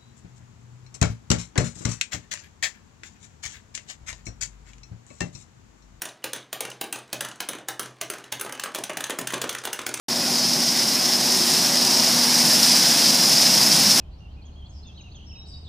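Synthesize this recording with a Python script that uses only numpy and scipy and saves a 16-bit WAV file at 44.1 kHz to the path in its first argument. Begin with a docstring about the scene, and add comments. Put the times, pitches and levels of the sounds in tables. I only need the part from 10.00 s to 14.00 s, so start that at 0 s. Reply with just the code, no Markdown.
"""A bright, grainy hiss grows over a droning, clattering engine: a six-cylinder tractor tows a
pneumatic seed drill close past, through stubble. The hiss is seed blown by the drill's fan through
resonant pipes; the drone is a harmonic series on the engine's firing rate. Straw crackles and snaps,
the wheels rumble, and friction with the soil makes the steel discs sing faintly."""
import sys
import numpy as np
from scipy.fft import rfft, irfft, next_fast_len
from scipy.io import wavfile
from scipy.ndimage import map_coordinates

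SR = 44100
rng = np.random.default_rng(int(sys.argv[2]) if len(sys.argv) > 2 else 0)


def dump_mix(stems):
    """Bounce the given channels to the path in sys.argv[1] as a 16-bit WAV at rate SR."""
    frames = np.atleast_2d(stems).T  # one column per channel
    limited = np.clip(frames, -1, 1)  # hard clip at full scale
    pcm = np.round(limited * 32767).astype(np.int16)
    wavfile.write(sys.argv[1], SR, pcm)


N = 176400
TIME_S = np.arange(N) / SR


def amp(db):
    """Decibels to amplitude ratio."""
    return 10 ** (np.asarray(db) / 20)


def unit(x):
    """Normalisation to rms 1."""
    return x / np.sqrt(np.mean(x ** 2) + 1e-20)


def curves(rows):
    """Linear interpolation in time: one curve for each column after the first."""
    times, *columns = np.transpose(rows)
    return [np.interp(TIME_S, times, column) for column in columns]


def noise():
    """Gaussian white noise."""
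    return rng.standard_normal(N)


def wobble(knots_per_s):
    """Smooth random modulation: a spline through Gaussian values."""
    return map_coordinates(rng.standard_normal(4096), [TIME_S * knots_per_s + 4], mode="wrap")


def filtered(x, response):
    """Linear filtering: the spectrum is multiplied by a frequency response."""
    size = next_fast_len(N + 8192)
    return irfft(rfft(x, size) * response(np.fft.rfftfreq(size, 1 / SR)), size)[:N]


def coloured(x, spectrum):
    """Spectral shaping by (frequency_hz, gain_db) points, at rms 1."""
    points_hz, gain_db = np.transpose(spectrum)
    return unit(filtered(x, lambda hz: amp(np.interp(np.log(hz + 1), np.log(points_hz), gain_db))))


def grains(hits_per_s, spread_db, share):
    """Shot noise: tiny uneven impacts carry a share of the power of a white hiss."""
    hits = (rng.random(N) < hits_per_s / SR) * np.sign(noise())
    sizes = amp(spread_db * np.clip(noise(), -2, 2))
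    return np.sqrt(share) * unit(hits * sizes) + np.sqrt(1 - share) * noise()


def pings(hits_per_s=300, attack_s=.002, decay_s=.035, level_db=-11.5):
    """Damped free vibration: grit and seed ring the steelwork at scattered pitches."""
    t = np.arange(SR // 6) / SR
    envelope = np.exp(-t / decay_s) * (1 - np.exp(-t / attack_s))
    ringing = np.zeros(N + SR)
    for when, pitch, size in rng.random((hits_per_s * N // SR, 3)):
        hz = 900 + 14000 * pitch ** 1.3
        start = int(when * N)
        ringing[start:start + len(t)] += (.5 + size) * envelope * np.sin(2 * np.pi * hz * t)
    return amp(level_db) * unit(ringing[:N])


def singing(pitch_hz, width_hz):
    """A randomly driven mode gives narrowband noise: an unsteady tone of rms 1."""
    envelope = wobble(width_hz) + 1j * wobble(width_hz)
    return unit(np.real(envelope * np.exp(2j * np.pi * pitch_hz * TIME_S)))


# Resonance of the seed pipes: pitch_hz, width_hz, gain_db
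PIPE_MODES = [(5182, 686, 0)]
# Broad band around that resonance: frequency_hz, gain_db
PIPE_SPECTRUM = [(1000, -30), (2500, -5), (4000, -1), (5200, -1), (6400, -0.5), (8000, -5.5), (14000, -18)]


def pipe_resonance(x):
    """The pipes act as a damped resonator, favouring a bright band; the result has rms 1."""
    def response(f):
        return sum(amp(db) * 1j * f * width / (hz ** 2 - f ** 2 + 1j * f * width)
                   for hz, width, db in PIPE_MODES)
    return coloured(filtered(x, response), PIPE_SPECTRUM)


# Pipe hiss, growing as the drill nears: time_s, level_db
HISS_LEVEL = [(.1, -25), (.29, -24.2), (.39, -21.8), (.53, -21.8), (.58, -23.4), (.72, -22.4),
              (1.15, -22.4), (1.32, -20.5), (1.44, -20.9), (1.56, -19.3), (1.7, -20.4), (1.87, -20.1),
              (1.94, -17.6), (2.04, -20.3), (2.28, -19.1), (2.55, -18.4), (2.76, -15.7), (2.88, -18.2),
              (3.25, -18.2), (3.37, -16.7), (3.47, -17.8), (3.58, -16.9), (3.76, -18.2), (3.96, -16.7)]


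def seed_pipes(surge_db, gain_db=.08, flutter_db=.6):
    """Broadband excitation: rushing air and rattling seed drive the pipe resonance."""
    level_db, = curves(HISS_LEVEL)
    seeds = grains(hits_per_s=3900, spread_db=3.5, share=.49) + pings()
    return amp(level_db + gain_db + surge_db + flutter_db * wobble(70)) * pipe_resonance(seeds)


# Stalks under the drill: time_s, crackle_db, rush_db
STUBBLE_LEVELS = [(0.1, -33.3, -35.7), (.45, -30.8, -35.6), (.62, -31.8, -35.6), (.95, -29.8, -33.8),
                  (1.15, -29.6, -34.2), (1.55, -26.6, -32.9), (1.75, -28.7, -32.9), (2.15, -27.3, -32.4),
                  (2.4, -25.8, -31.5), (2.62, -24, -29.6), (2.95, -26, -30.7), (3.3, -25.2, -30.3),
                  (4, -24.2, -29.8)]
# Treble crackle of dry straw: frequency_hz, gain_db
STRAW_SPECTRUM = [(60, -68), (2000, -16.5), (5000, -1.5), (7000, -1), (8300, -0.5), (9300, 0.5), (10400, 0),
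                  (11300, -3), (12300, -4), (13200, -6.5), (14000, -5), (15200, -6)]
# Midrange rush: frequency_hz, gain_db
RUSH_SPECTRUM = [(60, -60), (500, -36), (1200, -5.5), (1500, 0), (2200, 0), (3000, -1), (4000, -0.5),
                 (6000, -24), (12000, -29)]


def stubble(surge_db, crackle_gain_db=1.36, rush_gain_db=-.35):
    """Superposed impulses from many dry stalks merge into a crackle over a broad rush."""
    crackle_db, rush_db = curves(STUBBLE_LEVELS)
    stalks = amp(surge_db) * grains(hits_per_s=3000, spread_db=4, share=.42) + pings()
    crackle = amp(crackle_db + crackle_gain_db) * coloured(stalks, STRAW_SPECTRUM)
    rush = amp(rush_db + rush_gain_db) * coloured(stalks, RUSH_SPECTRUM)
    return crackle + rush


# Single strikes of straw and grit: start_s, peak_db
STRIKES = [(0.4534, -13), (0.5347, -5), (0.604, -5.5), (0.6998, -13), (0.8205, -14), (0.9123, -12),
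           (1.3234, -5), (1.5379, -3), (1.8494, -2), (1.9414, -6), (1.9719, -5), (2.6304, -1), (2.772, -3),
           (3.5708, -5.5)]


def snaps(gain_db=-12, t60_s=.025, crack_db=-7):
    """Impact transients: each strike on the drill is a noise burst with exponential decay."""
    envelope = sum((TIME_S >= start_s) * amp(peak_db - 60 * np.abs(TIME_S - start_s) / t60_s)
                   for start_s, peak_db in STRIKES)
    burst = pipe_resonance(noise()) + amp(crack_db) * coloured(noise(), STRAW_SPECTRUM)
    return amp(gain_db) * envelope * burst


# Cylinder firings: time_s, rate_hz
FIRING_RATE = [(0, 81.0), (1, 80.7), (2, 80.5), (4, 80.6)]
# Fundamental at the firing rate: time_s, level_db
THRUM_LEVEL = [(0.1, -57), (1.3, -59), (2.2, -61), (4, -66)]
# Exhaust overtones together: time_s, level_db
DRONE_LEVEL = [(0.1, -37), (.38, -33), (.95, -36.5), (1.6, -34), (1.92, -35.5), (2.12, -31.5), (2.4, -29.5),
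               (2.7, -32.5), (3.15, -35.5), (3.45, -42), (4, -44)]
# Exhaust overtones: firing_multiple, level_db
EXHAUST_HARMONICS = [(2, -13), (3, 1.5), (4, -18), (6, -15)]
# Engine noise: time_s, roar_db, clatter_db
ENGINE_LEVELS = [(0.1, -37, -35), (.85, -37.5, -35.5), (1.3, -35.5, -33.5), (1.85, -35, -32.5),
                 (2.2, -37, -31.5), (2.8, -35.5, -32.5), (3.4, -35.5, -31.5), (4, -36, -32.5)]
# Low engine roar: frequency_hz, gain_db
ROAR_SPECTRUM = [(40, -65), (100, -37), (180, -14), (275, -2), (320, -3), (380, -5), (420, -16.5),
                 (600, -14.5), (1500, -45)]
# Midrange engine clatter: frequency_hz, gain_db
CLATTER_SPECTRUM = [(60, -65), (250, -38), (450, -6), (560, -2), (680, 1), (950, -2.5), (1100, -4.5),
                    (1300, -10.5), (2500, -16), (6000, -46)]


def engine(drone_gain_db=-1, clatter_gain_db=.5, throb_db=.6, flutter_db=1.35, waver_rad=.1):
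    """Periodic firing makes exhaust harmonics and modulates the amplitude of roar and clatter."""
    firing_hz, = curves(FIRING_RATE)
    thrum_db, = curves(THRUM_LEVEL)
    drone_db, = curves(DRONE_LEVEL)
    roar_db, clatter_db = curves(ENGINE_LEVELS)
    phase = 2 * np.pi * np.cumsum(firing_hz) / SR
    harmonics = np.zeros(N)
    for multiple, level_db in EXHAUST_HARMONICS:
        gain = amp(level_db + flutter_db * wobble(14))
        offset = waver_rad * wobble(22) + 2 * np.pi * rng.random()
        harmonics += gain * np.sin(multiple * phase + offset)
    thrum = amp(thrum_db) * np.sin(phase)
    drone = amp(drone_db + drone_gain_db) * unit(harmonics)
    throb = amp(throb_db * np.cos(phase))
    roar = amp(roar_db) * coloured(noise() * throb, ROAR_SPECTRUM)
    clatter = amp(clatter_db + clatter_gain_db) * coloured(noise() * throb, CLATTER_SPECTRUM)
    return thrum + drone + roar + clatter


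# Rolling wheels: time_s, level_db
RUMBLE_LEVEL = [(0.1, -37.5), (.8, -36.5), (1.1, -38.5), (1.6, -37.5), (2.3, -35.5), (2.8, -34.5),
                (3.4, -34.5), (3.65, -30), (4, -33.5)]
# Rumble of tyres and frame: frequency_hz, gain_db
RUMBLE_SPECTRUM = [(25, -55), (60, -31), (90, -25), (110, -15), (130, -4.5), (160, 0), (215, 1.5),
                   (260, -4), (400, -26), (900, -60)]


def wheels(gain_db=1):
    """Rolling noise: the ground shakes tyres and frame at low frequencies."""
    level_db, = curves(RUMBLE_LEVEL)
    return amp(level_db + gain_db) * coloured(noise(), RUMBLE_SPECTRUM)


# Natural modes of the steel discs: pitch_hz, width_hz, gain_db
DISC_MODES = [(945, 10, -10), (1998, 8, -6), (4883, 30, 5.5), (6648, 40, 0), (8682, 34, -3),
              (10996, 40, -6.5), (13515, 45, -13)]
# Ringing of the discs in the soil: time_s, level_db
DISC_LEVEL = [(.1, -48.5), (1.2, -47.5), (1.9, -47), (2.6, -43.5), (3.2, -45.5), (4, -46.5)]


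def discs(swell_db=.5):
    """Friction with the soil excites the disc modes; each swells and fades on its own."""
    level_db, = curves(DISC_LEVEL)
    modes = sum(amp(db) * unit(amp(swell_db * wobble(4)) * singing(hz, width))
                for hz, width, db in DISC_MODES)
    return amp(level_db) * modes


# Brief squeals of a disc: centre_s, length_s, pitch_hz, level_db
DISC_SQUEALS = [(1.25, .14, 9910, -44), (1.32, .3, 8680, -42.5), (1.92, .25, 943, -43),
                (2.33, .2, 13510, -48), (2.45, .16, 8680, -38.5), (2.69, .12, 8685, -36),
                (2.68, .2, 3470, -39), (2.72, .12, 4880, -29), (2.92, .14, 3397, -38),
                (3.35, .2, 4890, -33), (3.78, .12, 9205, -41)]


def squeals(waver_rad=.35, flutter_db=3.5):
    """Friction-induced oscillation: now and then one mode catches and sings out."""
    sound = np.zeros(N)
    for centre_s, length_s, pitch_hz, level_db in DISC_SQUEALS:
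        envelope = amp(level_db) * np.exp(-2 * ((TIME_S - centre_s) / length_s) ** 2)
        tone = np.sqrt(2) * np.sin(2 * np.pi * pitch_hz * TIME_S + waver_rad * wobble(60))
        sound += envelope * tone * amp(flutter_db * wobble(30))
    return sound


# Exhaust boom, strongest while the engine faces the listener: time_s, level_db
BOOM_LEVEL = [(.1, -47), (.45, -46), (.85, -45), (1.25, -40.5), (1.95, -41.5), (2.2, -54), (4, -52)]


def exhaust_boom(pitch_hz=374, width_hz=26):
    """A narrow resonance of the exhaust gives a hollow boom."""
    level_db, = curves(BOOM_LEVEL)
    return amp(level_db) * singing(pitch_hz, width_hz)


def scene():
    """Superposition of tractor and drill, the same in both channels."""
    surge_db = .72 * wobble(55)  # hiss and crackle flicker together
    tractor = engine() + exhaust_boom() + wheels()
    drill = seed_pipes(surge_db) + stubble(surge_db) + snaps() + discs() + squeals()
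    return np.array([drill + tractor] * 2)


def record(dry, start_s=.083, rise_s=.002, cutoff_hz=15300):
    """Gating and band limiting: the sound cuts in, and a steep low-pass removes the top treble."""
    gate = np.clip((TIME_S - start_s) / rise_s, 0, 1)
    return np.array([filtered(channel * gate, lambda hz: 1 / (1 + (hz / cutoff_hz) ** 300))
                     for channel in dry])


dry = scene()
out = record(dry)
dump_mix(out)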